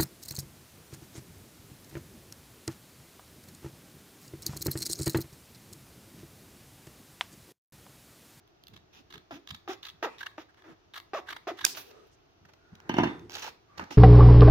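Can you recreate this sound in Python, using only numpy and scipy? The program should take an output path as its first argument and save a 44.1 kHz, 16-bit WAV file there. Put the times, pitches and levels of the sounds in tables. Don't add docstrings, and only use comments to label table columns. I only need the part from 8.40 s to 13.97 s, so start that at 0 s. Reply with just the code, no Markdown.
import sys
import numpy as np
from scipy import signal
from scipy.fft import rfft, irfft
from scipy.io import wavfile
from scipy.ndimage import uniform_filter1d, map_coordinates

SR = 44100
rng = np.random.default_rng(int(sys.argv[2]) if len(sys.argv) > 2 else 0)


def voltage_ratio(decibels):
    exponent = np.asarray(decibels, float) / 20
    return 10 ** exponent


def wav_out(sig):
    wavfile.write(sys.argv[1], SR, np.round(np.clip(np.atleast_2d(sig).T, -1, 1) * 32767).astype(np.int16))


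N = 245637
TIME = np.arange(N) / SR

# hz, width_hz, level_db
SHELL_MODES = [(920, 400, -7.5), (1250, 160, -2), (1680, 187, -2.5), (2200, 220, -10)]
# hz, width_hz, level_db
BLADE_MODES = [(2810, 354, -4.5), (3430, 220, -0.5), (3810, 293, -2.5), (4940, 590, -9.5),
               (5320, 800, -10.5), (6837, 1100, -11)]
# start_s, left_lag_ms, left_minus_right_db
HAND_PLACE = [(0, .42, -4), (.6, .42, -2), (.75, .2, -3.5), (1.1, .2, -4), (1.45, .07, -2.7),
              (2.6, .03, -.5), (3.2, .04, -3), (4.2, .1, -2), (4.45, .24, -2), (4.9, .14, -4),
              (5.1, .14, -3), (5.35, .28, -4)]


def rms_one(x):
    return x / np.sqrt(np.mean(x ** 2) + 1e-20)


def at_hz(points, hz):
    table_hz, value = np.transpose(points)
    return np.interp(np.log(hz + 1), np.log(table_hz), value)


def body(x, modes):
    out = 0
    for k, (hz, width_hz, db) in enumerate(modes):
        r = np.exp(-np.pi * width_hz / SR)
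        zeros = [(1 - r * r) / 2, 0, (r * r - 1) / 2]
        poles = [1, -2 * r * np.cos(2 * np.pi * hz / SR), r * r]
        out = out + (-1) ** k * voltage_ratio(db) * signal.lfilter(zeros, poles, x + 1e-18)
    return out


def cut(x, hz, kind, order=2):
    return signal.sosfilt(signal.butter(order, hz, kind, fs=SR, output="sos"), x)


def grit(spread_db, alike):
    sizes = voltage_ratio(spread_db * np.minimum(rng.exponential(1, N), 6))
    mid, side = rng.standard_normal((2, N)) * sizes
    alike = np.clip(alike, 0, 1)
    return rms_one(np.sqrt(1 + alike) * mid + np.sqrt(1 - alike) * side * [[1], [-1]])


def driven(force, source, modes):
    return body(force * source, modes) / np.std(body(source[0, :30000], modes))


def pan(db):
    return voltage_ratio(np.array([[db / 2], [-db / 2]]))


def pulse(t, rise_ms, fall_ms):
    return np.where(t < 0, np.exp(-(t / rise_ms) ** 2 / 2), np.exp(-np.abs(t) / fall_ms))


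def swells(rows, rest_db):
    out = voltage_ratio(np.array(rest_db)[:, None]) * np.ones(N)
    for at, first_db, second_db, rise_ms, fall_ms in rows:
        drop_db = -20000 * np.where(TIME < at, (at - TIME) / rise_ms, (TIME - at) / fall_ms)
        out = np.maximum(out, voltage_ratio(np.array([[first_db], [second_db]]) + drop_db))
    return out


def floor():
    # hz, level_db per Hz
    hush = [(15, -24), (25, -7), (97, 3.5), (197, -11.5), (378, -2), (524, -13.5), (669, -5), (979, -13),
            (1280, -12), (1930, -18.5), (5420, -24.5), (6550, -27.5), (8140, -72.5), (14800, -41.5),
            (16500, -50.5)]
    hush_db = -67.5
    hz = np.fft.rfftfreq(N, 1 / SR)
    mid, side = irfft(rfft(rng.standard_normal((2, N))) * voltage_ratio(at_hz(hush, hz)), N)
    side = cut(side, 260, "high", order=1)
    return voltage_ratio(hush_db) * (mid + 1.27 * side * [[1], [-1]]) / np.std(mid)


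def rumble():
    # peak_s, rumble_db, flap_db, rise_ms, fall_ms
    heaves = [(.33, -51.5, -68, 120, 180), (.76, -50, -60, 87, 68), (.94, -53, -77, 63, 70),
              (1.13, -44, -75, 44, 65), (2.31, -70, -60.5, 140, 15), (1.54, -55, -86, 21, 54),
              (2.95, -59, -62.5, 210, 44), (3.11, -75, -57, 37, 130), (3.24, -53.5, -58.5, 47, 290),
              (4.03, -52, -80, 23, 90), (4.33, -44, -64, 14, 78), (4.5, -57.5, -61.5, 110, 300),
              (4.59, -37.5, -45, 132, 350), (4.65, -33.5, -58, 130, 78), (4.87, -72, -64, 550, 330),
              (5.42, -43.5, -87, 77, 46), (5.52, -82, -69, 60, 460)]
    # hz, width_hz, level_db
    flap_modes = [(321, 82, 4.5), (430, 119, -1.5), (816, 450, -26)]
    heave, flap = swells(heaves, rest_db=(-70, -79))
    source = grit(0.95, alike=0.87)
    low = cut(cut(source, 190, "low", order=4), 68, "high", order=4)
    flexing = voltage_ratio(-4.0) * heave * rms_one(low) * pan(-1.5)
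    return flexing + driven(voltage_ratio(5.5) * flap, source, flap_modes)


def contacts():
    # start_s, card_body_db, air_db
    strokes = [
        (0, -10, -8),
        (.3, -4, -18.5),
        (.6, -1.5, -17.5),
        (1.0, -7, -17.5),
        (1.4, -6, -17.5),
        (1.79, 3, -15.5),
        (2.05, 6, -17),
        (2.5, 1, -12),
        (2.8, 3.5, -15),
        (3.1, 1, -15),
    ]
    # start_s, peak_db, length_ms
    blade_bites = [(0.075, -50.5, 3.2), (0.236, -40, 3), (0.2696, -33, 1.25), (0.2803, -35, 3.9),
                   (0.333, -45, 15), (0.361, -37, 6.6), (0.3743, -36.5, 2.4), (0.7014, -40, 10),
                   (0.7237, -34, 4.4), (0.7336, -36, 12.6), (0.754, -36.5, 4.8), (0.778, -35, 3.5),
                   (1.073, -27, 2.5), (1.084, -35, 12.6), (1.1046, -26, 6.6), (1.144, -26.5, 6),
                   (1.426, -39, 24), (1.449, -31.5, 8.9), (1.464, -30, 9.4), (1.483, -32.5, 11),
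                   (1.498, -44, 8.9), (1.1633, -39, 1.7), (1.782, -36.5, 3.6), (1.786, -39, 18),
                   (1.804, -33.5, 12.4), (1.827, -30.5, 7.5), (1.8605, -28.5, 8.8), (2.1426, -51, 4.3),
                  (2.168, -59, 39), (2.22, -46.5, 3.6), (2.536, -38, 14.7), (2.5559, -33, 12.5),
                  (2.573, -33, 11.7), (2.6, -31.5, 2.2), (2.868, -47, 26), (2.8842, -36.5, 14.4),
                  (2.9, -32.5, 14.8), (2.9241, -27.5, 7.5), (2.962, -28.5, 6.4), (3.17, -45, 29),
                  (3.186, -35.5, 10), (3.206, -32, 13.3), (3.229, -35, 6.8)]
    # start_s, peak_db, length_ms, card_body_db
    crackles = [(3.262, -17.5, 6, -11), (3.345, -32.5, 13.5, -9), (3.369, -32, 16.4, -2.5),
                (3.5066, -46, 9, -1), (4.05, -46.5, 7.5, 5), (4.086, -54, 14, 7.5), (4.1343, -41, 4.6, -1),
                (4.352, -39.5, 4.3, -24), (4.402, -39, 1.8, -0.5), (4.7943, -37, 2.2, -28),
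                (4.8959, -29.5, 2.2, -5), (4.903, -34.5, 10.3, -5.5), (4.917, -31, 6, -6),
                (4.939, -36, 3.4, -12), (4.952, -28.5, 7.7, -3.5), (4.967, -34.5, 2.4, 10),
                (4.98, -34, 11, -6), (5.019, -37, 19, -30), (5.077, -49, 2.7, 6), (5.3745, -35, 11.7, 1),
                (5.394, -32.5, 6.4, 11), (5.438, -38.5, 5.6, -2), (5.506, -31, 6, 0)]
    crackle_air_db = -16.5
    starts = [row[0] for row in strokes]
    out = []
    for row in blade_bites:
        stroke = strokes[max(np.searchsorted(starts, row[0]) - 1, 0)]
        out.append((*row, *stroke[1:]))
    return out + [(*row, crackle_air_db) for row in crackles]


def rubs():
    # start_s, level_db, length_ms, card_body_db
    rub_rows = [(0.527, -50.5, 78, -4.5), (0.907, -45.5, 66, 0.5), (1.28, -37.5, 63, 0.5),
                (1.625, -32.5, 34, 7), (1.976, -47.5, 52, 4), (2.236, -60.5, 98, 12.5), (2.736, -40, 59, 7),
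                (3.072, -37, 34, 5), (3.257, -38, 59, -12), (3.36, -40.5, 64, -9), (3.44, -59, 69, -16),
                (3.665, -68.5, 18, -23), (4.492, -22.5, 4.2, 4), (4.539, -31, 3.7, 9),
                (4.579, -30.5, 13, 11), (4.631, -33.5, 16, -5), (4.926, -37.5, 108, -6.5),
                (5.02, -34.5, 74, -2), (5.402, -51, 25, 17.5), (5.51, -39, 28, -6)]
    light_below_db, light_air_db, air_db = -7, 0, -16
    return [(*row, light_air_db if row[3] < light_below_db else air_db) for row in rub_rows]


def cutting():
    # peak_s, scrape_db, card_body_db, rise_ms, fall_ms
    slides = [
        (1.84, -64.5, -64, 430, 84),
        (3.3, -61.5, -68.5, 450, 670),
        (3.57, -88, -71, 830, 50),
        (4.67, -57.5, -42.5, 222, 133),
        (5.41, -65.5, -56.5, 120, 480),
        (5.57, -60.5, -78, 240, 110),
    ]
    # hz, width_hz, level_db
    skin_modes = [(2640, 572, 3), (3700, 4200, -2.5), (5300, 720, 3), (6370, 2000, -5.5)]
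    # hz, width_hz, level_db
    pack_modes = [(425, 360, -3.5), (820, 180, 4.5), (1340, 546, 2), (1830, 770, -2)]
    # hz, width_hz, level_db
    air_modes = [(10060, 3300, -6), (12470, 1700, 1.5), (14640, 1300, 0.5)]
    # hz, width_hz, level_db
    opening_modes = [(2610, 440, 0), (3500, 660, 0), (5030, 360, -5), (5578, 540, -5), (6948, 580, -10)]
    strip_off_s = 3.25
    air_rest_db, slide_air_db = -95.5, -30.5
    blades, skin, shell, pack, air, opening = range(6)
    force = np.zeros((6, N))
    force[[skin, pack]] = swells(slides, rest_db=(-77.5, -115))
    force[air] = voltage_ratio(air_rest_db) + voltage_ratio(slide_air_db) * force[skin]
    t = np.arange(9000) / SR * 1000
    for is_rub, rows in ((False, contacts()), (True, rubs())):
        for at, db, length_ms, low_db, top_db in rows:
            i, loose = round(at * SR) - 44, at > strip_off_s
            face = skin if loose else opening if is_rub else blades
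            bulk = pack if loose or is_rub else shell
            rise = .15 + .85 * np.minimum(t / min(.8 * length_ms, 6.0), 1) ** 1.5
            stop = 1 + np.exp(np.minimum((t - length_ms) / min(0.27 * length_ms, 6.0), 50))
            shape = np.minimum(t / 0.81, 1) * rise / stop
            levels = voltage_ratio(db - 11 + np.array([[0], [low_db], [top_db]]))
            force[[face, bulk, air], i:i + 9000] += levels * shape[:N - i]
    s, _, side_db = np.transpose(HAND_PLACE)
    source = grit(3.04, alike=0.32) * voltage_ratio(np.interp(TIME, s, side_db) * [[.5], [-.5]])
    bright = driven(force[blades], source, BLADE_MODES) + driven(force[skin], source, skin_modes)
    low = -driven(force[pack], source, pack_modes) - driven(force[shell], source, SHELL_MODES)
    spray = cut(driven(force[air], source, air_modes), 7200, "high", order=4)
    drag = cut(driven(force[opening], source, opening_modes), 7300, "low", order=6)
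    return cut(bright, 5940, "low", order=6) + low + spray + drag


def pings():
    # peak_s, pitch_hz, peak_db
    ticks = [(1.4316, 3700, -28.5), (1.4538, 3780, -30.5), (1.486, 3500, -35), (1.5005, 3560, -33),
             (1.7847, 3700, -37.5), (2.5377, 3760, -36.5), (2.5427, 2800, -37), (2.5751, 3620, -38),
             (2.601, 4200, -39.5), (2.9307, 3030, -31), (4.897, 4900, -40), (4.904, 5500, -40),
             (4.92, 5500, -34), (4.9325, 4600, -33), (4.9403, 6240, -31), (4.9458, 5000, -30),
             (4.9528, 3600, -24), (4.9565, 6400, -29), (4.9683, 6300, -34), (4.985, 2500, -36),
             (4.9963, 6300, -33), (5.0245, 6100, -34), (5.044, 6500, -40), (5.382, 4500, -31),
             (5.395, 2640, -30), (5.508, 4040, -37), (3.787, 2500, -62), (0.2378, 4280, -42),
             (0.27, 4370, -40)]
    # peak_s, pitch_hz, peak_db,
    # rise_ms, fall_ms
    squeaks = [(1.812, 1580, -34, 1.4, 1.9), (1.8165, 1600, -34, 1.3, 1.1), (1.834, 1610, -34, 1.3, 2.2),
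               (1.8685, 1570, -29.5, 0.49, 1.8), (1.8685, 2850, -33, 2.2, 2.1),
               (2.563, 1360, -38, 1.8, 2.2), (2.578, 1300, -38, 1.8, 2.1), (2.89, 1580, -31.5, 2, 2.7),
               (2.929, 1200, -37.5, 1.9, 2.8), (4.973, 890, -47.5, 3, 4.2), (5.048, 872, -40, 3.5, 11),
               (5.082, 874, -36, 2.8, 2.7), (5.396, 1080, -26.5, 0.51, 2.2), (5.517, 285, -39, 4.5, 11),
               (5.412, 333, -41, 7, 6), (5.434, 189, -43, 9.3, 6.9), (5.42, 1250, -41, 8, 15)]
    tick_rise_ms, tick_cycles = 0.14, 2.3
    out, t = np.zeros((2, N)), np.arange(-900, 1500) / SR * 1000
    rows = squeaks + [(at, hz, db, tick_rise_ms, 1000 * tick_cycles / hz) for at, hz, db in ticks]
    for at, hz, db, rise_ms, fall_ms in rows:
        i, start = round(at * SR), rng.uniform(0, 2 * np.pi)
        grain = rms_one(body(rng.standard_normal((2, len(t))), [(hz, .3 * hz, 0)]))
        tone = np.cos(2 * np.pi * hz * t / 1000 + start) + 0.15 * grain
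        out[:, i - 900:i + 1500] += voltage_ratio(db) * pulse(t, rise_ms, fall_ms) * tone * pan(-2.2)
    return out


def swishes():
    # start_s, length_ms, pitch_hz, width_hz, level_db
    sweeps = [(.56, 69, 254, 50, -65.5), (1.681, 95, 2450, 250, -64), (1.875, 102, 1640, 90, -74),
              (2.085, 28, 1620, 99, -67.5), (2.278, 60, 205, 40, -60), (3.256, 90, 5270, 1100, -47.5),
              (3.256, 42, 7000, 900, -57), (3.42, 265, 418, 71, -62), (3.45, 160, 555, 80, -75.5),
              (3.499, 152, 1250, 70, -69), (3.71, 49, 5990, 900, -75.5), (4.15, 350, 1448, 70, -73.5),
              (5.27, 135, 1160, 59.3, -69), (5.508, 57, 5500, 450, -58.5), (5.511, 67, 2900, 200, -60.5),
              (5.51, 26, 894, 80, -50.5), (2.538, 48, 3900, 450, -63), (2.884, 30, 3770, 600, -58.5),
              (2.859, 26, 1700, 200, -63), (1.291, 55, 5500, 200, -61)]
    out = np.zeros((2, N))
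    for at, length_ms, hz, width_hz, db in sweeps:
        i = round(at * SR)
        size = min(round(length_ms * SR / 1000), N - i)
        tone = rms_one(body(rng.standard_normal((2, SR // 2)), [(hz, width_hz, 0)]))[:, :size]
        swell = np.sqrt(np.abs(np.sin(np.linspace(0, np.pi, size))))
        out[:, i:i + size] += voltage_ratio(db + 5) * tone * swell
    return out


def creaks():
    # at_s, slips_hz, level_db, sharpness_db
    courses = [
        [(.908, 339, -52, 6), (.918, 335, -52.5, 1), (.928, 260, -48.5, -11), (.945, 285, -53, -34),
         (.958, 285, -44, -28), (.972, 337, -59.5, -3), (.998, 354, -59, -22)],
        [(1.2765, 430, -46, 7), (1.285, 322.6, -52.5, -4), (1.294, 343.4, -36, -13), (1.304, 398, -48.5, 4.5),
         (1.32, 354.6, -42.5, -15), (1.335, 373, -65, 0), (1.352, 316, -57, -17)],
        [(1.6265, 299.5, -45.5, 7), (1.635, 343.7, -40, -1), (1.644, 472, -38.5, -0.5), (1.652, 434, -42.5, 5),
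         (1.662, 329.5, -43, -4), (1.672, 285.7, -53, 9), (1.695, 199, -64.5, 12.5)],
        [(1.98, 285, -48.5, 7), (1.987, 302, -46, -5.5), (1.997, 326, -48, -14), (2.012, 303, -78, -21)],
        [(2.245, 302.4, -67.5, 1.5), (2.29, 334.5, -59.5, -14), (2.355, 305, -69.5, -15)],
        [(2.7335, 370, -37, -3), (2.742, 400, -48, 6), (2.748, 594, -41, -3.5), (2.755, 681, -36, -13),
         (2.764, 594.6, -46, -4.5), (2.776, 551, -47.5, 2), (2.788, 400, -49, -1), (2.802, 305, -52.5, -3)],
        [(3.07, 327, -42, 1), (3.078, 383, -39.5, -4), (3.084, 581, -44, -5), (3.092, 716, -37, -9),
         (3.1, 645, -42, -2.5), (3.11, 430, -47.5, -1), (3.118, 349, -43, -8), (3.134, 328, -57.5, -17)],
    ]
    # hz, width_hz, level_db
    card_modes = [(392, 69, -22), (810, 120, 4.5), (935, 181, 0), (1250, 150, 1), (1900, 230, -3.5),
                  (2000, 230, -4.5), (2620, 510, -14.5), (3300, 740, -26.5), (4970, 670, -24)]
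    # hz, width_hz, level_db
    ring_modes = [(396, 8.3, -5.5), (737, 5.7, -1.5), (2823, 30, 1.5)]
    rate_jitter, wobble_db, click_spread_db, overtone_db = .02, 1.2, 1.5, -2.5
    bow, sharp = np.zeros((2, N))
    for course in courses:
        s, hz, db, sharp_db = np.transpose(course)
        i, j = round(s[0] * SR), round(s[-1] * SR)
        chance = rng.standard_normal((3, SR // 5))
        wobble = uniform_filter1d(chance, size=130)[:, :j - i] * 11
        slip_hz = np.interp(TIME[i:j], s, hz) * (1 + rate_jitter * wobble[0])
        phase = 0.74 + np.cumsum(slip_hz) / SR
        level = voltage_ratio(np.interp(TIME[i:j], s, db) + wobble_db * wobble[1])
        edge = voltage_ratio(np.interp(TIME[i:j], s, sharp_db))
        overtone = voltage_ratio(overtone_db) * edge * np.sin(4 * np.pi * phase + 0.08)
        onset = np.minimum(np.arange(j - i) / 26.0, 1)
        bow[i:j] = level * (np.sin(2 * np.pi * phase) + overtone) * onset
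        slips = np.flatnonzero(np.diff(np.floor(phase)))
        sharp[i + slips] = level[slips] * edge[slips] * voltage_ratio(click_spread_db * chance[2, :len(slips)])
    other = voltage_ratio(24.5) * cut(body(sharp, BLADE_MODES[:3] + SHELL_MODES), 680, "high")
    clicks = voltage_ratio(40.5) * cut(body(sharp, card_modes), 380, "high")
    direct = voltage_ratio(6.0) * cut(bow, 220, "high", order=4) + clicks
    return direct + body(direct, ring_modes) + other * [[1], [-1]]


def snap():
    # pitch_hz, level_db, fall_ms, left_minus_right_db
    whips = [(2450, -18, 1.0, -5), (3600, -16, .5, -6), (4880, -9, .8, -12), (5650, -7.5, .6, -8),
             (9700, -14, .5, -3), (7000, -8, .35, -3), (12600, -15, .5, 0), (14500, -21, .4, -2),
             (1100, -24, 1.2, -3), (1400, -25, 1.5, -3), (10800, -22, .35, -1), (7700, -16, .4, -3)]
    # from_break_ms, pitch_hz, level_db, rise_ms, fall_ms
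    strains = [
        (-3.5, 1610, -23, 2.8, .9),
        (-4, 3700, -33, 3.5, 1.5),
        (2.4, 5600, -27, .4, 1.5),
        (-2.5, 5800, -31, 2.5, 1.5),
        (-3, 8700, -35, 1.2, 1.2),
        (3, 2500, -32, 1, 1.5),
    ]
    snap_s, whip_rise_ms, strain_side_db = 3.2509, .3, -12
    skew = 1.3
    out, t = np.zeros((2, N)), np.arange(-400, 400) / SR * 1000
    parts = [(0, hz, db, whip_rise_ms, fall_ms, side_db) for hz, db, fall_ms, side_db in whips]
    parts += [(*row, strain_side_db) for row in strains]
    for k, (ms, hz, db, rise_ms, fall_ms, side_db) in enumerate(parts):
        i = round((snap_s + ms / 1000) * SR)
        grain = rms_one(body(rng.standard_normal((2, 800)), [(hz, .25 * hz, 0)]))
        tone = (-1) ** k * np.cos(2 * np.pi * hz * t / 1000 + [[skew], [0]]) + .3 * grain
        out[:, i - 400:i + 400] += voltage_ratio(db) * pulse(t, rise_ms, fall_ms) * tone * pan(side_db)
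    return out


def knocks():
    # hit_s, level_db, contact_cutoff_hz, steel_db
    touches = [(4.33, -51.5, 404.5, 5), (4.4956, -22, 6000, -0.5), (4.512, -34.5, 1500, 10),
               (4.5414, -26.5, 2000, 5), (4.567, -24.5, 1830, 5), (4.5848, -13.5, 1480, 2.5),
               (4.598, -16.5, 688, 0), (4.605, -23.5, 2510, 0.5), (4.6339, -16, 1990, 2.5),
               (4.657, -27, 700, -11), (4.671, -30, 700, 14), (5.393, -42.5, 1490, -2),
               (5.411, -41.5, 700, 13), (5.508, -42.5, 3000, 5.5), (5.516, -42, 915, 1)]
    # hz, level_db, t60_s
    wood = [(94.8, -15.5, 0.14), (126.8, -17, 0.094), (165.2, -9.5, 0.12), (238, -10, 0.11),
            (285, 4.5, 0.046), (334, -8, 0.12), (400, -17.5, 0.065), (686, -7, 0.047), (745, -15.5, 0.24),
            (863, -7, 0.088), (913, 2, 0.032), (1020, -3.5, 0.05), (1220, -21, 0.29), (1600, -8.5, 0.087),
            (1730, -8.5, 0.063)]
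    # hz, level_db, t60_s
    steel = [(1940, -18, 0.068), (2134, -14.5, 0.19), (2710, -16, .22), (2820, -11.5, .11), (2990, -8, .08),
             (4350, -19, .08), (3120, -21, .12), (3560, -22.5, 0.41), (5500, -18.5, 0.081),
             (5890, -12, 0.039)]
    out, t = np.zeros((2, N)), np.arange(9500) / SR
    for at, db, cut_hz, steel_db in touches:
        modes = wood + [(hz, mode_db + steel_db, t60) for hz, mode_db, t60 in steel]
        i, chance = round(at * SR), rng.standard_normal((len(modes), 4))
        ring = 0
        for (hz, mode_db, t60), (level, left, right, sign) in zip(modes, chance):
            skew = .0004 * hz * np.array([[left], [right]])
            buzz = np.interp(t, np.arange(100) / 350, rng.standard_normal(100)) * min(.0006 * hz, 1.5)
            way = 1 if 200 < hz < 350 else -1 if hz < 500 else np.sign(sign)
            decay = voltage_ratio(mode_db + 1.2 * level - 60 * t / t60)
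            ring = ring + way * decay * np.sin(2 * np.pi * hz * t + skew + buzz)
        hit = cut(ring * (1 - np.exp(-t / 0.00026)), cut_hz, "low", order=1)
        out[:, i:i + 9500] += voltage_ratio(db - 4.0) * hit[:, :N - i] * pan(-1.8)
    return cut(out, 72, "high", order=4)


def room(x):
    # hz, t60_s
    decay_times = [(100, 0.3), (1000, 0.36), (5000, 0.31), (15000, 0.23)]
    t, edges, tail = np.arange(26000) / SR, 90 * 2.0 ** np.arange(0, 8), 0
    white = rng.standard_normal((2, len(t)))
    for low, high in zip(edges, np.append(edges[1:], 17000)):
        noise = cut(white if low > 200 else white[[0, 0]], [low, high], "band")
        tail = tail + noise * voltage_ratio(-60 * t / at_hz(decay_times, np.sqrt(low * high)))
    tail = tail * (1 - np.exp(-(t / 0.0015) ** 2))
    tail = tail / np.sqrt(np.sum(tail ** 2, 1, keepdims=True))
    return signal.fftconvolve(x[1:], tail, axes=1)[:, :N]


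def scene():
    near, crack = [cutting(), creaks(), knocks()], snap()
    sends_db = (-11, -15.5, -11.5, -19)
    wet = room(sum(voltage_ratio(db) * x for db, x in zip(sends_db, near + [crack])))
    around = swishes() + rumble() + floor()
    left, right = sum(near) + pings()
    s, lag_ms, _ = np.transpose(HAND_PLACE)
    late = np.arange(N) - np.interp(TIME, s, lag_ms) * SR / 1000
    left = map_coordinates(left, [late], order=3)
    return np.array([left, right]) + crack + wet + around


def band_limit(x):
    return signal.sosfilt(signal.butter(12, 16980, fs=SR, output="sos"), x)


def record(dry):
    x = signal.sosfilt(signal.cheby2(12, 60, 16900, fs=SR, output="sos"), dry)
    x = np.clip(x, -.87, .87)
    return band_limit(x)


dry = scene()
out = record(dry)
wav_out(out)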